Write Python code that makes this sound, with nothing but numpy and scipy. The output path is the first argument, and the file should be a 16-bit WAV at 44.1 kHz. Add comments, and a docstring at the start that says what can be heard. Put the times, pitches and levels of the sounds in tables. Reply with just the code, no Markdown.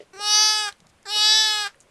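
"""Newborn lamb bleating in a straw barn

A lamb gives two high, clean bleats close by: harmonics of a gliding pitch, and pulsed air noise,
shaped by the moving resonances of a throat that opens wide and closes again.
Straw ticks, rustles and shuffles are short bursts of filtered noise; soft knocks are decaying modes.
Faint reflections from the barn and a steady floor of dull noise surround them."""
import sys
import numpy as np
from scipy import signal
from scipy.fft import rfft, irfft
from scipy.io import wavfile
from scipy.ndimage import map_coordinates

SR = 44100
rng = np.random.default_rng(int(sys.argv[2]) if len(sys.argv) > 2 else 0)


def generate_wav(sig):
    """Save sig (samples, or channels by samples) to the path in sys.argv[1] as 16-bit PCM at SR."""
    pcm = np.round(np.clip(np.atleast_2d(sig).T, -1, 1) * 32767).astype(np.int16)
    wavfile.write(sys.argv[1], SR, pcm)


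N = 83790
T = np.arange(N) / SR  # time in seconds

# Surroundings
FLOOR_DB = -60.5  # rms of the floor noise
BARN_DB, NEAR_DB = -25, -16  # energy of the tail and of the early reflections, against the direct sound
NEAR_S = .009  # decay constant of the early reflections
BARN_SIDE_DB = -9  # gain of the side reflections
EDGE_HZ = 13900  # upper limit of the whole sound
TICK_S = 0.0015  # decay constant of a straw tick
STRAW_TOP_HZ = 11500

# Vocal folds
JITTER, JITTER_HZ, SHIMMER = .0015, 120, .03  # relative rms of pitch and level wander, and its rate
CREAK, CREAK_S = .018, 0.023  # extra jitter as the folds start and stop, and its decay constant
FLUTTER_DB, FLUTTER_HZ = 1.1, 14  # each harmonic wavers on its own, the high ones by this rms
SCATTER, SCATTER_HZ = .6, 2  # rms radians by which the upper harmonics drift out of step, and how fast
ATTACK_S, RELEASE_S = .004, 0.0077  # linear rise, exponential decay constant

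# Throat
MOUTH_HOLD = .15  # share of each step between shapes during which the mouth rests
SPLIT_HZ = 2800  # border between low harmonics and treble

# Breath
RASP_DB, RASP_TILT_DB = -21, 6  # base gain of the air noise near 4 kHz, its rise per octave
RASP_PULSE = 0.24  # decay constant of a puff in cycles
AIR_HZ, AIR_WIDTH_HZ, AIR_DB = 1524, 140, 13  # the air noise has a resonance of its own
ONSET_RASP_DB, ONSET_RASP_S = 14, .03  # extra air noise around the start
END_RASP_DB, END_RASP_S = 11.5, 0.016  # extra air noise around the end
HOARSE_S = .1  # half-length of the hoarse swell
HISS_DB, HISS_HZ, HISS_WIDTH_HZ = -19.5, 7800, 3700  # hiss at the lips, against the low harmonics
AFTERFLOW_DB, AFTERFLOW_S = -42.5, 0.021  # breath about the end of the voice: peak level, decay constant


def amp(db):
    """Logarithmic level: decibels become a linear gain."""
    return 10 ** (np.asarray(db) / 20)


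def unit(x):
    """Normalisation: a signal is scaled to rms 1."""
    return x / np.sqrt(np.mean(x ** 2) + 1e-20)


def read(points, hz):
    """Log-frequency interpolation: a curve is read between its points."""
    f, value = np.transpose(points)
    return np.interp(np.log(hz + 1), np.log(f + 1), value)


def add(mix, s, sound):
    """Superposition: a sound is added from time s on."""
    part = mix[max(round(s * SR), 0):][:len(sound)]
    part += sound[:len(part)]


def hump(f, hz, width):
    """Resonance: gain peaks at hz and halves at the edges of width."""
    return 1 / (1 + (2 * (f - hz) / width) ** 2)


def bell(t, s, length):
    """Gaussian envelope: a smooth swell around time s."""
    return np.exp(-((t - s) / length) ** 2)


def noise(colour):
    """Spectral shaping: white noise takes the spectrum colour(Hz), at rms 1."""
    spectrum = rfft(rng.standard_normal(N))
    return unit(irfft(spectrum * colour(np.fft.rfftfreq(N, 1 / SR)), N))


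def wander(hz):
    """Random modulation: noise low-passed near the given rate, at about rms 1."""
    size, seconds = 2048, 2
    f = np.fft.rfftfreq(size, seconds / size)
    slow = irfft(rfft(rng.standard_normal(size)) * np.exp(-(f / hz) ** 2))
    return np.interp(T, np.arange(size) * seconds / size, unit(slow))


def still_air():
    """Stationary noise: the steady, dull floor of the barn."""
    # Spectrum of the floor. Each row: frequency in Hz, relative level in dB.
    floor_curve = [(25,-1.5),(60,-7),(150,-3),(300,-6),(600,-7),(1200,-10.5),(2500,-13.5),(5000,-21),(10000,-23),(11800,-32),(13000,-40)]
    return amp(FLOOR_DB) * noise(lambda f: amp(read(floor_curve, f)))


def barn(x):
    """Reverberation: quick reflections from nearby bodies and boards, then a faint tail."""
    # Decay of the barn. Each row: frequency in Hz, time to fall by 60 dB in seconds.
    decay_curve = [(300,.25),(1500,.2),(5000,.2),(12000,.15)]
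    size = 256
    hz, t, z = signal.stft(rng.standard_normal(SR // 2), SR, nperseg=size)
    decay = amp(-60 * t / read(decay_curve, hz)[:, None])
    tail = signal.istft(z * decay, SR, nperseg=size)[1]
    t = T[:len(tail)]
    near = rng.standard_normal(len(t)) * np.exp(-t / NEAR_S) * (t > .002)
    response = amp(BARN_DB) * tail / np.linalg.norm(tail)
    response = response + amp(NEAR_DB) * near / np.linalg.norm(near)
    return signal.fftconvolve(x, response)[:N]


def knocks():
    """Modal vibration: soft hoof knocks ring a few short, dull modes of the floor."""
    # Blows of a hoof. Each row: start in seconds, peak level in dB.
    blows = [(0.004,-32),(0.016,-41.5),(0.026,-41),(0.194,-36.5),(1.159,-39),(1.512,-47)]
    # Modes of the floor. Each row: frequency in Hz, level in dB, time to fall by 60 dB in seconds.
    modes = [(457,0,0.023),(556,-9,0.032),(2000,-8.5,.012),(2940,-9,.01)]
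    out, t = np.zeros(N), T[:SR // 8]
    ring = sum(amp(db - 60 * t / t60) * np.sin(2 * np.pi * hz * t) for hz, db, t60 in modes)
    ring = ring * (1 - np.exp(-t / 0.0038))  # a padded contact softens the start
    for s, db in blows:
        add(out, s, amp(db) * ring / abs(ring).max())
    return out


def straw():
    """Filtered noise bursts: stalks snap abruptly, rustle in grains and shift under the animals."""
    # Snapping stalks. Each row: start in seconds, peak level in dB before the low-pass,
    # centre in Hz, width in Hz.
    snaps = [(0.7252,-31.5,4170,7000),(0.7415,-57,3200,1200),(0.768,-55,10000,4000),(0.784,-60,4500,6000),(0.8035,-40,5250,5100),(0.8687,-41,5230,5000),(1.029,-44.5,7000,5000),(1.038,-49,1900,700),(1.745,-44,1932,498),(1.756,-55,10000,2500),(1.8036,-38,7800,2200),(1.810,-38,6800,1980)]
    # Bright rustles, then dull shuffles in the bedding. Each row: centre time in seconds,
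    # length in seconds, level at the centre in dB, centre frequency in Hz, width in Hz.
    bright_swells = [(0.014,0.059,-58,3330,5000),(0.79,0.02,-72,6000,8000),(0.898,0.021,-60.5,5760,7000),(1.821,0.03,-60,7000,4960)]
    dull_swells = [(0.179,0.056,-61.5,197,159),(0.84,0.082,-59,161,110),(0.855,0.036,-60,800,900),(0.93,0.11,-66.5,85,70),(1.178,0.078,-51.5,525,420),(1.363,0.1,-59,191,241.5),(1.38,0.02,-45.5,810,700),(1.774,0.044,-60,560,200),(1.871,.06,-64,540,199)]
    out = np.zeros(N)
    for s, db, hz, width in snaps:
        burst = noise(lambda f: hump(f, hz, width))[:SR // 50]
        tick = burst * np.exp(-T[:SR // 50] / TICK_S)
        add(out, s, amp(db) * tick / abs(tick).max())
    for s, length, db, hz, width in bright_swells + dull_swells:
        grains = unit(noise(lambda f: hump(f, hz, width)) * amp(1.6 * wander(300)))
        out += amp(db) * grains * bell(T, s, length / 2)
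    low_pass = signal.butter(N=10, Wn=STRAW_TOP_HZ, fs=SR, output="sos")
    return signal.sosfilt(low_pass, out)


def throat(shapes, times, frames, f):
    """Formant filtering: gain (frames, bins) of resonances gliding from mouth shape to shape."""
    place = np.interp(frames, times, np.arange(len(shapes)))
    place = np.floor(place) + np.clip((place % 1 - .5) / (1 - MOUTH_HOLD) + .5, 0, 1)
    weights = np.maximum(1 - abs(place[:, None] - np.arange(len(shapes))), 0)
    hz, width, db = np.einsum("ts,skc->ckt", weights, np.array(shapes, float))[..., None]
    return np.sqrt(((amp(db) * hump(f, hz, width)) ** 2).sum(0))


def bleat(span, times, pitch, effort, shapes, notches):
    """Source-filter principle: harmonics and pulsed air noise pass through the moving throat."""
    # Spectrum of the breath about the end. Each row: frequency in Hz, relative level in dB.
    breath_curve = [(200,-26),(450,-2),(1600,11),(2600,2),(5000,3.5),(8000,-3),(12000,-18)]
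    start, end, hoarse_at, hoarse_db = span
    size, hop = 512, 128
    f, frames, _ = signal.stft(np.zeros(N), SR, nperseg=size, noverlap=size - hop)

    # Pitch, least steady at both ends, and its running count of cycles
    edges = np.exp(-np.maximum(np.minimum(T - start, end - T), 0) / CREAK_S)
    hz = np.interp(T, *np.transpose(pitch)) * (1 + (JITTER + CREAK * edges) * wander(JITTER_HZ))
    turns = np.cumsum(hz) / SR

    # Resonances and passing antiresonances
    dips = sum(db * hump(f, at, width) * bell(frames, s, length)[:, None]
               for at, width, db, s, length in notches)
    gain = throat(shapes, times, frames, f) * amp(dips)

    # Low and high harmonics are brought to their own levels, with a smooth crossover
    orders = np.arange(1, 36)
    lines = np.interp(frames, T, hz)[:, None] * orders
    places = [np.arange(len(frames))[:, None] + 0 * lines, lines / f[1]]
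    power = map_coordinates(gain, places, order=1, mode="nearest") ** 2 / 2
    when, low_db, high_db = np.transpose(effort)
    low_power = (power * (lines < SPLIT_HZ)).sum(1)
    high_power = (power * (lines >= SPLIT_HZ)).sum(1)
    low = amp(np.interp(frames, when, low_db)) / np.sqrt(low_power)
    high = amp(np.interp(frames, when, high_db)) / np.sqrt(high_power)
    treble = .5 + .5 * np.tanh((f - SPLIT_HZ) / 400)
    gain = gain * low[:, None] ** (1 - treble) * high[:, None] ** treble

    # Minimum phase follows from the log gain by the Hilbert transform
    mirrored = np.hstack([gain, gain[:, -2:0:-1]])
    phase = -signal.hilbert(np.log(mirrored)).imag[:, :len(f)]
    sizes = map_coordinates(gain, places, order=1, mode="nearest").T
    lags = map_coordinates(phase, places, order=1, mode="nearest").T
    voice = np.zeros(N)
    for k, line_gain, lag in zip(orders, sizes, lags):
        level = np.interp(T, frames, line_gain) * amp(FLUTTER_DB * np.tanh(k / 8) * wander(FLUTTER_HZ))
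        drift = SCATTER * np.tanh(k / 10) * wander(SCATTER_HZ)
        voice += level * np.cos(2 * np.pi * k * turns + np.interp(T, frames, lag) + drift)
    voice = voice * (1 + SHIMMER * wander(JITTER_HZ))

    # Air noise puffs once a cycle and passes through the same throat
    flow = unit(0.46 + np.exp(-(turns % 1) / RASP_PULSE))
    puffs = flow * rng.standard_normal(N)
    air = signal.stft(puffs, SR, nperseg=size, noverlap=size - hop)[2]
    air_db = RASP_TILT_DB * np.log2((f + 200) / 4000) + AIR_DB * hump(f, AIR_HZ, AIR_WIDTH_HZ)
    air = air * (gain * np.exp(1j * phase) * amp(air_db)).T
    air = signal.istft(air, nperseg=size, noverlap=size - hop)[1][:N]
    air = air * np.sqrt(SR / hz) / 2  # noise density to match the spacing of the harmonics
    onset_db = ONSET_RASP_DB * bell(T, start, ONSET_RASP_S)
    end_db = END_RASP_DB * bell(T, end, END_RASP_S)
    rasp = amp(RASP_DB + onset_db + end_db) * air

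    hiss = flow * noise(lambda f: hump(f, HISS_HZ, HISS_WIDTH_HZ))
    hiss = hiss * amp(HISS_DB + np.interp(T, when, low_db))
    hoarse = amp(hoarse_db * bell(T, hoarse_at, HOARSE_S))
    gate = np.clip((T - start) / ATTACK_S, 0, 1) * np.exp(-np.maximum(T - end, 0) / RELEASE_S)

    # Breath swells toward the end and still rushes out once the folds have stopped
    breath = noise(lambda f: amp(read(breath_curve, f)))
    afterflow = amp(AFTERFLOW_DB) * np.exp(-abs(T - end) / AFTERFLOW_S) * breath
    return afterflow + gate * (voice + hoarse * (rasp + hiss))


def scene():
    """Mid-side stereo: lamb, straw and knocks in the middle, reflections also at the sides."""
    # Bleats. Each row: start in seconds, end in seconds, hoarsest time in seconds,
    # extra air noise then in dB.
    spans = [(0.131,0.692,0.51,3),(1.053,1.675,1.49,3)]
    # Mouth movement, one row per bleat: times in seconds at which its four shapes are reached.
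    mouth_times = [(0.165,0.22,0.39,0.63),(1.06,1.12,1.34,1.56)]
    # Pitch, one table per bleat. Each row: time in seconds, pitch in Hz before jitter.
    pitches = [
        [(0.133, 370.4), (0.151, 395.5), (0.161, 366), (0.171, 392.7), (0.209, 411.1), (0.265, 417),
         (0.463, 428.8), (0.599, 426), (0.647, 417.3), (0.687, 406), (0.7, 401.7)],
        [(1.055, 455.8), (1.071, 389.6), (1.117, 421.8), (1.183, 420.6), (1.339, 431.8), (1.389, 434.2),
         (1.461, 431.3), (1.625, 416.5), (1.667, 402.8), (1.68, 411)],
    ]
    # Effort, one table per bleat. Each row: time in seconds, level of the low harmonics in dB,
    # level of the treble in dB.
    efforts = [
        [(0.137, -44.5, -57.5), (0.185, -41.5, -48), (0.215, -33.5, -34.5), (0.275, -29.5, -22.5),
         (0.351, -28, -15.5), (0.383, -26, -16), (0.465, -28, -17), (0.647, -29, -28.5), (0.683, -28, -34.5),
         (0.694, -31, -36.5)],
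        [(1.058, -42.5, -47.5), (1.09, -37.5, -33), (1.16, -32.5, -21.5), (1.248, -27.5, -17),
         (1.374, -28.5, -15.5), (1.64, -29, -29), (1.668, -28.5, -35), (1.674, -34, -38.5)],
    ]
    # Antiresonances that come and go as the head and mouth move, one table per bleat.
    # Each row: frequency in Hz, width in Hz, gain in dB, deepest time in seconds, half-length in seconds.
    antiresonances = [
        [(3090,1500,-7,0.18,0.054),(1945,240,-10,0.73,0.5),(3300,350,-5.5,0.26,.025),(4210,260,-19.5,0.69,0.15),(6970,364,-21.5,0.35,0.35),(8300,350,-5,0.42,.12),(12480,850,-11,0.42,0.33)],
        [(2900,900,-18,1.06,0.039),(1244,250,-28,1.14,0.017),(1300,83,-10,1.372,0.11),(2160,230,-4.5,1.2,0.025),(2170,100,-8,1.6,0.019),(2650,250,-4,1.4,0.065),(4400,160,-14,2,0.013),(4690,160,-13.5,1.55,0.087),(6350,910,-11.5,1.1,0.68),(9000,1080,-24,1.37,0.26)],
    ]
    # Throat resonances of each mouth shape.
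    # Each row: frequency in Hz, width in Hz, relative level in dB.
    nasal = [(400,110,-4),(1111,1600,-13.5),(1650,590,-15.5),(3080,1400,-7.5),(4250,600,4.5),(4700,230,-9),(5800,700,4),(7800,2300,-7),(9100,900,-25.5),(10900,1200,-47),(13000,1200,-25)]
    parted = [(840,1500,-6),(1200,700,-12),(1690,350,0.5),(2350,840,-9),(3670,870,-5.5),(4400,600,-9),(4960,1800,-4),(7500,490,-3),(8700,430,-25),(10500,1200,-32),(13000,1200,-37.5)]
    ajar = [(875,160,-6),(1206,810,-6.5),(1590,400,-13.5),(2860,310,1.5),(3700,600,-1.5),(4380,550,-0.5),(5420,830,-0.5),(7890,1400,-13),(9050,270,-10),(10850,1300,-18),(13000,1200,-51.5)]
    gape = [(860,180,-6.5),(1280,450,-9),(1720,1200,-8),(2890,890,-10.5),(3620,650,-4.5),(4814,600,3.5),(5880,580,5),(7200,380,-20),(8840,430,-18),(10200,4000,-24),(13300,900,-31.5)]
    wide = [(850,440,-10),(1260,400,-10),(1820,320,-2),(3070,1700,-12),(3700,620,2),(4920,890,0.5),(5850,800,-1),(7664,280,-4.5),(8620,160,-4),(10520,1400,-25.5),(12500,1100,-34)]
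    closing = [(918,350,-3.5),(1240,420,-5.5),(1616,270,1),(2546,1800,-9.5),(3590,1200,0.5),(4804,1100,1.5),(5920,830,-5),(7780,560,-5),(8640,370,-6),(9685,1600,-16),(12800,1200,-27)]
    mouths = [[nasal, ajar, gape, closing], [parted, ajar, wide, closing]]

    calls = zip(spans, mouth_times, pitches, efforts, mouths, antiresonances)
    near = sum(bleat(*parts) for parts in calls) + straw() + knocks()
    mid = near + barn(near) + still_air()
    brightened = np.diff(near, prepend=0) / 2
    side = amp(BARN_SIDE_DB) * barn(brightened)
    return np.array([mid + side, mid - side])


def record(dry):
    """Band limitation: a linear-phase low-pass removes the highest treble."""
    low_pass = signal.firwin(511, EDGE_HZ, window=("kaiser", 9), fs=SR)
    return signal.oaconvolve(dry, low_pass[None], "same")


dry = scene()
out = record(dry)
generate_wav(out)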